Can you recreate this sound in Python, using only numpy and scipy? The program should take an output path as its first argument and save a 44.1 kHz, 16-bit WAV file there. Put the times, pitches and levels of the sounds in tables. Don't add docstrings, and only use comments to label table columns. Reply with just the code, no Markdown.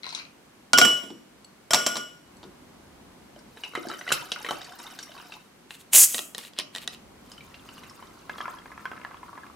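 import sys
import numpy as np
from scipy import signal
from scipy.io import wavfile

SR = 44100
rng = np.random.default_rng(int(sys.argv[2]) if len(sys.argv) > 2 else 0)


def unload_wav(signal):
    wavfile.write(
        sys.argv[1],
        SR,
        np.round(np.clip(np.atleast_2d(signal).T, -1, 1) * 32767).astype(np.int16),
    )


def voltage_ratio(decibels):
    exponent = np.asarray(decibels, float) / 20
    return 10 ** exponent


N = 421155

# (time [s], crack level [dB], first ring level [dB],
# second ring level [dB], upper rings level [dB], share of the older ringing that survives the contact)
CUBE_LANDINGS = [(.733, 4.5, -12, -11.5, -27, 1), (0.776, -15.5, -23, -31, -19, 0.2),
                 (0.785, 6.5, -23, -30, -16, 0.084), (.814, -1, -9.5, -6.5, -24, 0.05),
                 (.849, -11, -39.5, -38, -24, .6), (1.034, -33, -46, -50, -58, 0.45),
                 (1.103, -24, -58.5, -57, -70, 0.25), (1.707, -24, -19, -37, -24.5, 0.66),
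                 (1.734, 6, -26, -34.5, -21, .5), (1.745, 4, -20.5, -27.5, -20.5, 0.17),
                 (1.864, -2, -23.5, -34, -22.5, 0.4), (1.956, -11, -27, -27.5, -45.5, 0.5),
                 (1.968, -9.5, -33, -39, -37, 0.5), (2.43, -24, -59, -69, -75, 0.89),
                 (2.439, -26, -64.5, -69, -77, 0.79), (2.45, -40, -66, -71.5, -81, .93)]
# (pitch [Hz], level [dB], t60 [s], split up to the twin [Hz], waves round the rim)
GLASS_MODES = [(1434, 0, .45, 7.4, 2), (2945, 0, .5, 4.6, 3), (668, -4, .07, 40, 1), (1190, -8, .08, 30, 1),
               (2290, -14, .15, 30, 2), (3198, -8, .3, 10, 3), (3390, -8, .15, 30, 2),
               (4030, -18, .1, 60, 3), (5437, -4, .3, 45, 3), (5580, 0, .35, 60, 3), (5790, -6, .25, 40, 2),
               (6293, -10, .15, 50, 3), (7316, -7, .35, 60, 2), (7450, -4, .35, 50, 3),
               (7700, -10, .3, 60, 3), (9050, -12, .27, 90, 3), (10700, -12, .3, 90, 2),
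               (12150, -15, .28, 90, 3), (13260, -19, .35, 60, 2)]
HALF_OCTAVE_EDGES_HZ = 25 * 2 ** np.arange(0, 9.6, .5)


def at_hz(points, hz):
    points = np.array(points, float)
    return np.interp(np.log(hz), np.log(np.maximum(points[:, 0], 1)), points[:, 1])


def rms_one(x):
    return x / np.sqrt(np.mean(x ** 2) + 1e-20)


def band(x, low_hz, high_hz):
    return signal.sosfilt(signal.butter(2, [low_hz, min(high_hz, .45 * SR)], "band", fs=SR, output="sos"), x)


def ring(clicks, hz, t60):
    r, w = voltage_ratio(-60 / (t60 * SR)), 2 * np.pi * hz / SR
    return signal.lfilter([0, np.sin(w)], [1, -2 * r * np.cos(w), r * r], clicks + 1e-18)


def add(out, s, sound):
    i = max(round(s * SR), 0)
    out[..., i:i + sound.shape[-1]] += sound[..., :N - i]


def ramp_db(start, stop, rise, fall):
    s = np.arange(N) / SR
    return np.minimum(0, np.minimum(rise * (s - start), fall * (stop - s)))


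def shaped_noise(level_db, alike, start, stop):
    a, b = round(start * SR), min(round(stop * SR), N)
    out = np.zeros((2, N))
    white = rng.standard_normal((2, 2, b - a), dtype=np.float32)
    for k, (low, high) in enumerate(zip(HALF_OCTAVE_EDGES_HZ, HALF_OCTAVE_EDGES_HZ[1:])):
        mid, side = band(white[k % 2], low, high)
        hz = np.sqrt(low * high)
        c = np.clip(alike(hz), -1, 1)
        gain = voltage_ratio(level_db(hz)[a:b])
        out[:, a:b] += gain * (np.sqrt(1 + c) * mid + np.sqrt(1 - c) * side * [[1], [-1]])
    return out


def scattered(start, stop, per_s, db, low_hz, high_hz):
    when, octave, keep, size = rng.random((100, 4)).T
    times = start + when * (stop - start)
    levels = db - 3 * np.log(-np.log(size + 1e-9) + .1)
    pitches = low_hz * (high_hz / low_hz) ** octave
    rows = np.c_[times, levels, pitches]
    return list(rows[keep * 100 < per_s * (stop - start)])


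def knocks(rows, body, body_db, own_db, thud_db, snap_db, smear_db, t60, snap_t60):
    out, thuds, snaps = np.zeros((3, N)) + 1e-12
    t = np.arange(SR // 9) / SR
    for s, db, hz in rows:
        noise = rng.standard_normal((3, len(t)))
        spread = rng.normal(0, 4, len(body))
        blow = noise[0] * voltage_ratio(-60 * t / 0.012) / 3
        blow[0] = 1.3
        sound = voltage_ratio(own_db) * ring(blow, hz, t60)
        for (peak_hz, width, peak_db), extra_db in zip(body, spread):
            sound += voltage_ratio(body_db + peak_db + extra_db) * ring(blow, peak_hz, 5.2 / width)
        edge = voltage_ratio(-60 * t / 0.0063)
        fall = edge + voltage_ratio(smear_db + 0.13 * (db + 15) - 60 * t / snap_t60)
        burst = band(band(noise[0], .6 * hz, 1.7 * hz), .5 * hz, 2 * hz)
        sound += voltage_ratio(8.0) * burst * fall
        sound *= voltage_ratio(db) / np.abs(sound).max()
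        octaves = np.log2(hz / 2000)
        add(thuds, s, voltage_ratio(db + thud_db - 1.5 * octaves - 60 * t / 0.054) * noise[1])
        hardness_db = 0.88 * (db + 21.0)
        add(snaps, s, voltage_ratio(db + snap_db + octaves + hardness_db) * noise[2] * fall)
        add(out, s, sound)
    return band(out + band(thuds, 150, 960) + band(snaps, 5500, 10000), 180, 16000)


def background():
    # (pitch [Hz], relative level [dB])
    quiet = [(15, -40), (25, -17.5), (65, -1.5), (118, -5.5), (214, 1.5), (273, -1), (509, -7.5), (765, -7),
             (1000, -9), (1390, -17), (1640, -16), (1820, -17.5), (14000, -31), (15200, -38.5)]
    # (pitch [Hz], left-right likeness)
    likeness = [(60, 1), (130, 0.55), (290, 1), (640, -0.18), (1410, 0.59), (3100, -0.24), (6820, 0.085),
                (15000, 0.17)]
    # (from [s], to [s])
    swells = [(2.28, 3.55), (6.82, 9.9)]
    s = np.arange(N) / SR
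    fade_s = 0.099
    swell = sum(np.clip(np.minimum(s - a, b - s) / fade_s + .5, 0, 1) for a, b in swells)

    def level(hz):
        if hz < 95:
            offset_db = -45 + 9 * swell
        elif hz < 1200:
            offset_db = -39.5 + 3.5 * swell
        else:
            offset_db = -35 + 1.5 * swell
        return at_hz(quiet, hz) + offset_db

    return shaped_noise(level, lambda hz: at_hz(likeness, hz), 0, N / SR)


def ice_rattle():
    # (time [s], level [dB], main pitch [Hz])
    loud_knocks = [(.026, -47, 4000), (.033, -26, 2220), (.043, -26, 1440), (.056, -29, 2270),
                   (.066, -22, 1080), (.077, -32, 4100), (.091, -23, 4150), (.128, -32, 4600),
                   (.130, -38, 6900), (.149, -17.5, 4000), (.189, -27, 3950), (.251, -36, 2470)]
    # (pitch [Hz], width [Hz], relative level [dB])
    tray = [(2400, 270, -5.5), (4110, 430, 5.5), (4320, 230, -5)]
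    small = scattered(.028, .22, per_s=200, db=-36, low_hz=900, high_hz=4500)
    return knocks(loud_knocks + small, tray, body_db=-4.5, own_db=-10, thud_db=-40, snap_db=-48.5,
                  smear_db=-4.5, t60=0.045, snap_t60=0.14)


def drops():
    # (pitch [Hz], lead [rad])
    lower_lead = [(600, -1.5), (1440, 1.2), (2940, .6), (4000, .6)]
    # (pitch [Hz], lead [rad])
    upper_lead = [(600, -1.4), (1440, 1.7), (2940, -.8), (4000, .7)]
    fuller_s = 1.6
    landing_rad = (1.83, -.33)
    out, t = np.zeros((2, N)), np.arange(SR * 3 // 5) / SR
    hz, mode_db, t60, split, waves = np.transpose(GLASS_MODES)[:, :, None]
    waves = np.round(waves)
    sides = np.array([1, -1])[:, None, None] / 2
    decay = voltage_ratio(mode_db - 60 * t / t60)
    lower = decay * np.sin(2 * np.pi * hz * t + at_hz(lower_lead, hz) * sides)
    upper = decay * np.sin(2 * np.pi * (hz + split) * t + at_hz(upper_lead, hz) * sides)
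    twins = [np.cos(waves * angle) * lower + np.sin(waves * angle) * upper for angle in landing_rad]
    short = t[:SR // 3]
    for s, db, ring_db, second_db, upper_db, _ in CUBE_LANDINGS:
        level = voltage_ratio(at_hz([(1434, ring_db), (2945, second_db), (5000, upper_db - 10)], hz[:, 0]))
        choke = np.ones(len(t))
        for later, *_, survives in CUBE_LANDINGS:
            if later > s:
                choke = choke * np.where(t > later - s, np.clip(survives, 0, 1), 1)
        modes = twins[int(s > fuller_s)]
        rings = choke * (level @ modes) + (choke ** .55 - choke) * level[1] * modes[:, 1]
        add(out, s, np.minimum(t * 2000, 1) * rings)
        noise = rng.standard_normal((2, SR // 3))
        top_hz = 6500 * 2 ** (.02 * db)
        bright = band(band(noise[0], 2800, top_hz), 300, 11000)
        crack = voltage_ratio(5.5) * band(noise[0], 600, 1300) + bright
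        crack = crack * (voltage_ratio(-3.5 - 60 * short / 0.059) + voltage_ratio(6.5 - 60 * short / 0.0068))
        thud = band(band(noise[1] * voltage_ratio(-60 * short / 0.37), 160, 390), 140, 1200)
        thud_db = 0.38 * db + (-11.5 if s < fuller_s else -19)
        add(out, s, voltage_ratio(db - 10.5) * crack + voltage_ratio(thud_db) * thud)
    return out


def clatter():
    strength = np.zeros(3 * SR)
    for s, *_, upper_db, _ in CUBE_LANDINGS:
        strength[round(s * SR)] = voltage_ratio(upper_db)
    dying = sum(voltage_ratio(db) * signal.lfilter([1], [1, -voltage_ratio(-60 / (t60 * SR))], strength)
                for db, t60 in [(8.5, 0.035), (-8.5, 0.48)])
    clumps = rms_one(band(rng.standard_normal(len(dying)), 32, 260))
    contacts = dying * rng.standard_normal(len(dying)) * voltage_ratio(1.5 * clumps)
    blurred = sum(voltage_ratio(db) * ring(contacts, hz, 0.03) for hz, db, *_ in GLASS_MODES[2:])
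    chatter = voltage_ratio(-24.5) * blurred + voltage_ratio(-3.0) * band(contacts, 330, 3700)
    return np.pad(chatter, (0, N - len(dying)))


def ice_ticks():
    # (time [s], level [dB], main pitch [Hz])
    ticks = [(1.446, -36.5, 4400), (2.368, -44.5, 4399.5)]
    # (pitch [Hz], width [Hz], relative level [dB])
    ice = [(2900, 200, -1), (6100, 200, -1), (7800, 200, 0), (9700, 250, -3.5)]
    return knocks(ticks, ice, body_db=-1.5, own_db=1.5, thud_db=-38, snap_db=-30,
                  smear_db=-11, t60=.03, snap_t60=.03)


def wet_knocks():
    # (time [s], level [dB], main pitch [Hz])
    loud_knocks = [(3.361, -38, 623), (3.39, -41.5, 5680), (3.572, -35.5, 1700), (3.636, -21.5, 2900),
                   (3.648, -28, 2650), (3.736, -31.5, 1440), (3.752, -16.5, 1260), (3.754, -22.5, 2050),
                   (3.768, -34, 3000), (3.775, -20, 344), (3.81, -46, 650), (3.852, -27, 670),
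                   (3.87, -22.5, 350), (3.93, -30.5, 396), (3.886, -26.5, 4800), (3.9, -24.5, 1320),
                   (3.914, -22, 1400), (3.937, -29, 1490), (3.99, -29, 6000), (4.012, -24, 2040),
                   (4.066, -30, 1450), (4.078, -20, 1990), (4.09, -19, 2900), (4.105, -17.5, 1300),
                   (4.118, -9.5, 1486), (4.121, -10, 3000), (4.123, -9.5, 7250), (4.318, -13, 3320),
                   (4.361, -24, 1450), (4.447, -21, 1860), (4.464, -20, 2200), (4.488, -17, 1310),
                   (4.509, -13, 840), (4.535, -30, 336), (4.616, -30, 3820), (4.645, -32, 4540),
                   (4.63, -43, 5370), (4.686, -38, 750), (4.722, -35, 1530), (4.79, -34.5, 5600),
                   (4.8, -33, 950), (4.838, -34, 5700), (4.855, -46, 1510), (4.866, -31, 3720),
                   (4.877, -34.5, 1080), (4.901, -37, 2470), (4.91, -38, 1250), (4.989, -24.5, 4490),
                   (5.028, -29.5, 5700), (5.092, -34.5, 640), (5.118, -34.5, 3000), (5.165, -36, 950),
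                   (5.178, -33.5, 2630), (5.225, -36, 1610), (5.321, -29.5, 2700), (5.338, -32, 3700),
                   (7.317, -32, 5140), (7.379, -37, 3030), (7.407, -34.5, 2330), (7.543, -31, 2790),
                   (7.689, -31.5, 3000), (7.78, -38, 2900), (7.835, -35, 2050), (7.897, -34.5, 5430),
                   (8.025, -33, 1060), (8.07, -42.5, 3680)]
    # (pitch [Hz], width [Hz], relative level [dB])
    iced_glass = [(1607, 330, 15.8), (3030, 150, 10.5), (3860, 116, 3.4), (5610, 260, 1.4)]
    small = scattered(3.8, 5.35, per_s=24, db=-43, low_hz=600, high_hz=5700)
    return knocks(loud_knocks + small, iced_glass, body_db=-20, own_db=5, thud_db=-6, snap_db=-27.5,
                  smear_db=1, t60=0.027, snap_t60=.09)


def bubbles(start, stop, middle_hz, surge_db):
    out = np.zeros(N)
    bunches = rng.uniform(start - .1, min(stop, N / SR), 180)
    candidates = np.c_[np.repeat(bunches, repeats=5), rng.random((900, 5))]
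    for bunch, lag, chance, size, octaves, rise in candidates:
        born = min(bunch + 0.06 * lag ** 2, N / SR)
        i = min(round(born * SR), N - 1)
        if chance < 200 / 450 * voltage_ratio(0.4 * surge_db[i]):
            hz = middle_hz[i] * 2 ** (3 * (octaves - .5))
            cycles = np.arange(int(60 * SR / hz)) * hz / SR
            tone = np.sin(2 * np.pi * (cycles + .003 * rise * cycles ** 2))
            add(out, born, voltage_ratio(-22 * size) * tone * voltage_ratio(-cycles))
    return out


def pouring():
    # (start [s], stop [s], steady splash level [dB], drift [dB/s],
    # middle bubble pitch at the start [Hz], at the stop [Hz])
    pours = [(3.597, 5.354, -56.5, 0.5, 2030, 2170), (7.302, 9.713, -60, -3, 3800, 1200)]
    # (low [Hz], high [Hz], level at the start [dB], at the stop [dB])
    cavity = [(278, 740, -58.5, -84.5), (876, 1440, -62, -51.5)]
    # (time [s], level over steady [dB])
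    surges = [(3.9, 3.5), (4.153, 10.5), (4.498, 12), (4.72, 2.5), (4.87, 4), (5.03, 4), (5.2, 3),
              (7.751, 7), (8.42, 10.5)]
    # (pitch [Hz], relative level [dB])
    splash = [(180, -38), (300, -0.5), (486, -27), (603, -13.5), (1510, -2.5), (2000, -6), (4370, 0.5),
              (16000, -2.5)]
    # (pitch [Hz], t60 [s], relative level [dB])
    wet_wall = [(950, 0.046, -5.5), (1486, 0.071, 4), (3000, 0.12, 1), (3780, 0.056, 6.5),
                (5530, 0.032, -7)]
    droplet_hz = 280 * 2 ** np.arange(0, 6, .2)
    rise_s, fall_s, edge_db_per_s = 0.16, 0.2, 115
    s = np.arange(N) / SR
    surge_db = np.max([np.interp(s, [at - rise_s, at, at + fall_s], [0, db, 0]) for at, db in surges], axis=0)
    out = np.zeros(N)
    for pour, air, wall_db in zip(pours, cavity, (-2, -12)):
        start, stop, db, drift, first_hz, last_hz = pour
        low_hz, high_hz, first_db, last_db = air
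        span = slice(round((start - .15) * SR), min(round((stop + .2) * SR), N))
        size = len(s[span])
        sizes = voltage_ratio(6.0 * np.minimum(rng.exponential(1, size), 4)) * rng.choice([-1, 1], size)
        clumps = rms_one(band(rng.standard_normal(size), 8.4, 40))
        grains = sizes * (rng.random(size) < 1500 / SR) * voltage_ratio(6.5 * clumps)
        spray = np.zeros(size)
        for a, b in zip(droplet_hz, droplet_hz[1:]):
            hz = np.sqrt(a * b)
            moved = np.roll(grains, rng.integers(-2000, 2000))
            spray += voltage_ratio(at_hz(splash, hz)) * ring(moved, hz, 36 / a) * np.sqrt(a)
        middle_hz = np.interp(s, [start, stop], [first_hz, last_hz]) * 2 ** (-0.04 * surge_db)
        wall = sum(voltage_ratio(mode_db) * ring(grains, hz, t60) for hz, t60, mode_db in wet_wall)
        water = voltage_ratio(14) * bubbles(start, stop, middle_hz, surge_db)[span] + rms_one(spray)
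        water += voltage_ratio(wall_db) * rms_one(wall)
        hollow = rms_one(band(band(grains, low_hz, high_hz), low_hz, high_hz))
        motion_db = surge_db + ramp_db(start, stop, edge_db_per_s, edge_db_per_s)
        flow_db = db + drift * (s - start) + motion_db
        hollow_db = np.interp(s, [start, stop], [first_db, last_db]) + motion_db
        out[span] += voltage_ratio(flow_db[span]) * water + voltage_ratio(hollow_db[span]) * hollow
    return out


def cap_and_spits():
    # (time [s], level [dB], main pitch [Hz])
    bursts = [(5.707, -24, 2200), (5.932, -17, 3000), (5.945, -13, 3000), (5.957, -12.5, 3300),
              (6.145, -13, 3100), (6.151, -20, 800), (6.181, -15, 3140), (6.191, -16.5, 3400),
              (6.348, -18.5, 3900), (6.381, -16.5, 9660), (6.388, -23.5, 3420), (6.437, -33, 3000),
              (6.45, -30, 3520), (6.535, -36.5, 3360), (6.565, -40, 3306), (6.588, -12, 3650),
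              (6.598, -18, 3700), (6.75, -21, 3900), (6.761, -18.5, 3980), (6.771, -29, 4500),
              (6.783, -23.5, 2500), (6.833, -29.5, 1290), (6.876, -16, 3800), (6.908, -36.5, 3480),
              (6.933, -31.5, 3096), (6.947, -31, 3065)]
    # (pitch [Hz], width [Hz], relative level [dB])
    bottle_neck = [(1900, 220, -4), (3100, 450, -1.5), (3707, 1100, 12.5), (7300, 760, -8.5)]
    return knocks(bursts, bottle_neck, body_db=-6, own_db=-10, thud_db=-9, snap_db=-15,
                  smear_db=-5, t60=0.022, snap_t60=0.018)


def gas():
    # (pitch [Hz], relative level [dB])
    jet_colour = [(180, -57), (300, -27), (937, -27.5), (1070, -26), (1460, -24), (2690, -16.5),
                  (3750, -18), (8010, 10.5), (15500, -2)]
    # (time [s], length [s], relative level [dB])
    rubs_and_tail = [(5.713, .004, -41), (5.744, 0.0094, -40), (5.801, 0.013, -46), (6.385, 0.094, -41),
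                     (6.592, 0.011, -23), (6.751, 0.029, -36), (6.819, 0.02, -38.5), (6.93, 0.0093, -42)]
    seal_s, rise_s, hold_s = 5.935, 0.025, 0.11
    leak_end_s, leak_db, onset_db_per_s = 6.157, -29.5, 2303
    since = np.arange(N) / SR - seal_s
    burst_db = ramp_db(seal_s, seal_s + hold_s, onset_db_per_s, 900.5)
    swell_db = -7.5 * np.clip(1 - since / rise_s, 0, 1)
    high = voltage_ratio(-9 + burst_db + swell_db - 20 * since)
    high += voltage_ratio(leak_db + ramp_db(seal_s, leak_end_s, onset_db_per_s, 152.5))
    low = voltage_ratio(-15.5 + burst_db - 116.5 * np.maximum(since - rise_s, 0))
    low += voltage_ratio(leak_db - 6.5 + ramp_db(seal_s, leak_end_s, onset_db_per_s, 329))
    for s, length, db in rubs_and_tail:
        shape_db = ramp_db(s, s + length, 901, 801)
        low += voltage_ratio(db + shape_db)
        high += voltage_ratio(-50 + 0.2 * (db + 36.0) + shape_db)
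    sputter_db = [[1.5], [3.5]] * rms_one(band(rng.standard_normal((2, N)), 30, 400))
    high_db, low_db = 20 * np.log10(np.array([high, low]) + 1e-6) + sputter_db

    def level(hz):
        return at_hz(jet_colour, hz) + (high_db - 5.0 if hz > 4800 else low_db + 13.5)

    return shaped_noise(level, lambda hz: .995, 5.6, 7.05)


def float_taps():
    # (time [s], level [dB], main pitch [Hz])
    loud_taps = [(8.295, -27.5, 1260), (8.296, -22.5, 2100), (8.382, -28, 3300), (8.384, -28, 1330),
                 (8.405, -19.5, 1223), (8.456, -20.5, 1387), (8.48, -23, 1055), (8.412, -24.5, 3250),
                 (8.586, -34.5, 3250), (8.658, -28.5, 1630), (8.718, -30, 1495), (8.777, -28.5, 1260),
                 (8.855, -19, 1545), (8.86, -36.5, 3250), (8.916, -21.5, 1552), (8.969, -34, 1580),
                 (8.978, -31.5, 1440), (9.015, -33, 1370), (9.049, -20.5, 1400), (9.144, -28.5, 1098),
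                 (9.17, -42, 3350), (9.231, -29, 1005), (9.33, -32, 1150), (9.377, -28.5, 1080)]
    # (pitch [Hz], width [Hz], relative level [dB])
    full_glass = [(1050, 90, 5), (1290, 110, 6), (1678, 190, 9), (2050, 150, 0), (3250, 80, -13)]
    small = scattered(8.3, 9.5, per_s=40, db=-41, low_hz=950, high_hz=2000)
    return knocks(loud_taps + small, full_glass, body_db=-12, own_db=3, thud_db=-36, snap_db=-46,
                  smear_db=-9, t60=0.03, snap_t60=0.15)


def room(x):
    # (pitch [Hz], t60 [s])
    room_t60 = [(300, 0.45), (1500, 0.34), (5000, 0.25), (12000, 0.14)]
    t = np.arange(SR // 2) / SR
    white = rng.standard_normal((3, len(t)))
    white = white[:2] + 0.22 * white[2]
    tail = np.zeros((2, len(t)))
    for a, b in zip(HALF_OCTAVE_EDGES_HZ[4::2], HALF_OCTAVE_EDGES_HZ[6::2]):
        decay_db = -60 * t / at_hz(room_t60, np.sqrt(a * b))
        tail += band(white, a, b) * voltage_ratio(-3.0 * np.log2(1 + a / 3000) + decay_db)
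    tail = tail * np.minimum(t / 0.0027, 1) / np.sqrt((tail ** 2).sum(1, keepdims=True))
    return signal.fftconvolve(x[None], tail, axes=1)[:, :N]


def scene():
    rattle = ice_rattle()
    glass = band(drops() + clatter(), 140, 22000)
    near = ice_ticks() + wet_knocks() + pouring() + cap_and_spits() + float_taps()
    jet = gas()
    feed = voltage_ratio(-12) * glass.mean(0) + voltage_ratio(-8.0) * near
    feed = feed + voltage_ratio(-5.0) * rattle + voltage_ratio(-13.5) * jet.mean(0)
    leftward = [voltage_ratio(3.5) * rattle, voltage_ratio(-4.5) * np.roll(rattle, shift=9)]
    return glass + near + jet + leftward + room(feed) + background()


def roll_off(x):
    return signal.sosfilt(signal.butter(12, 16610, fs=SR, output="sos"), x)


def record(dry):
    top_cut = signal.cheby2(10, 25, 16100, fs=SR, output="sos")
    rounded = 1.64 * np.tanh(signal.sosfilt(top_cut, dry) / 2)
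    finished = np.clip(rounded, -1, 1)
    return roll_off(finished)


dry = scene()
out = record(dry)
unload_wav(out)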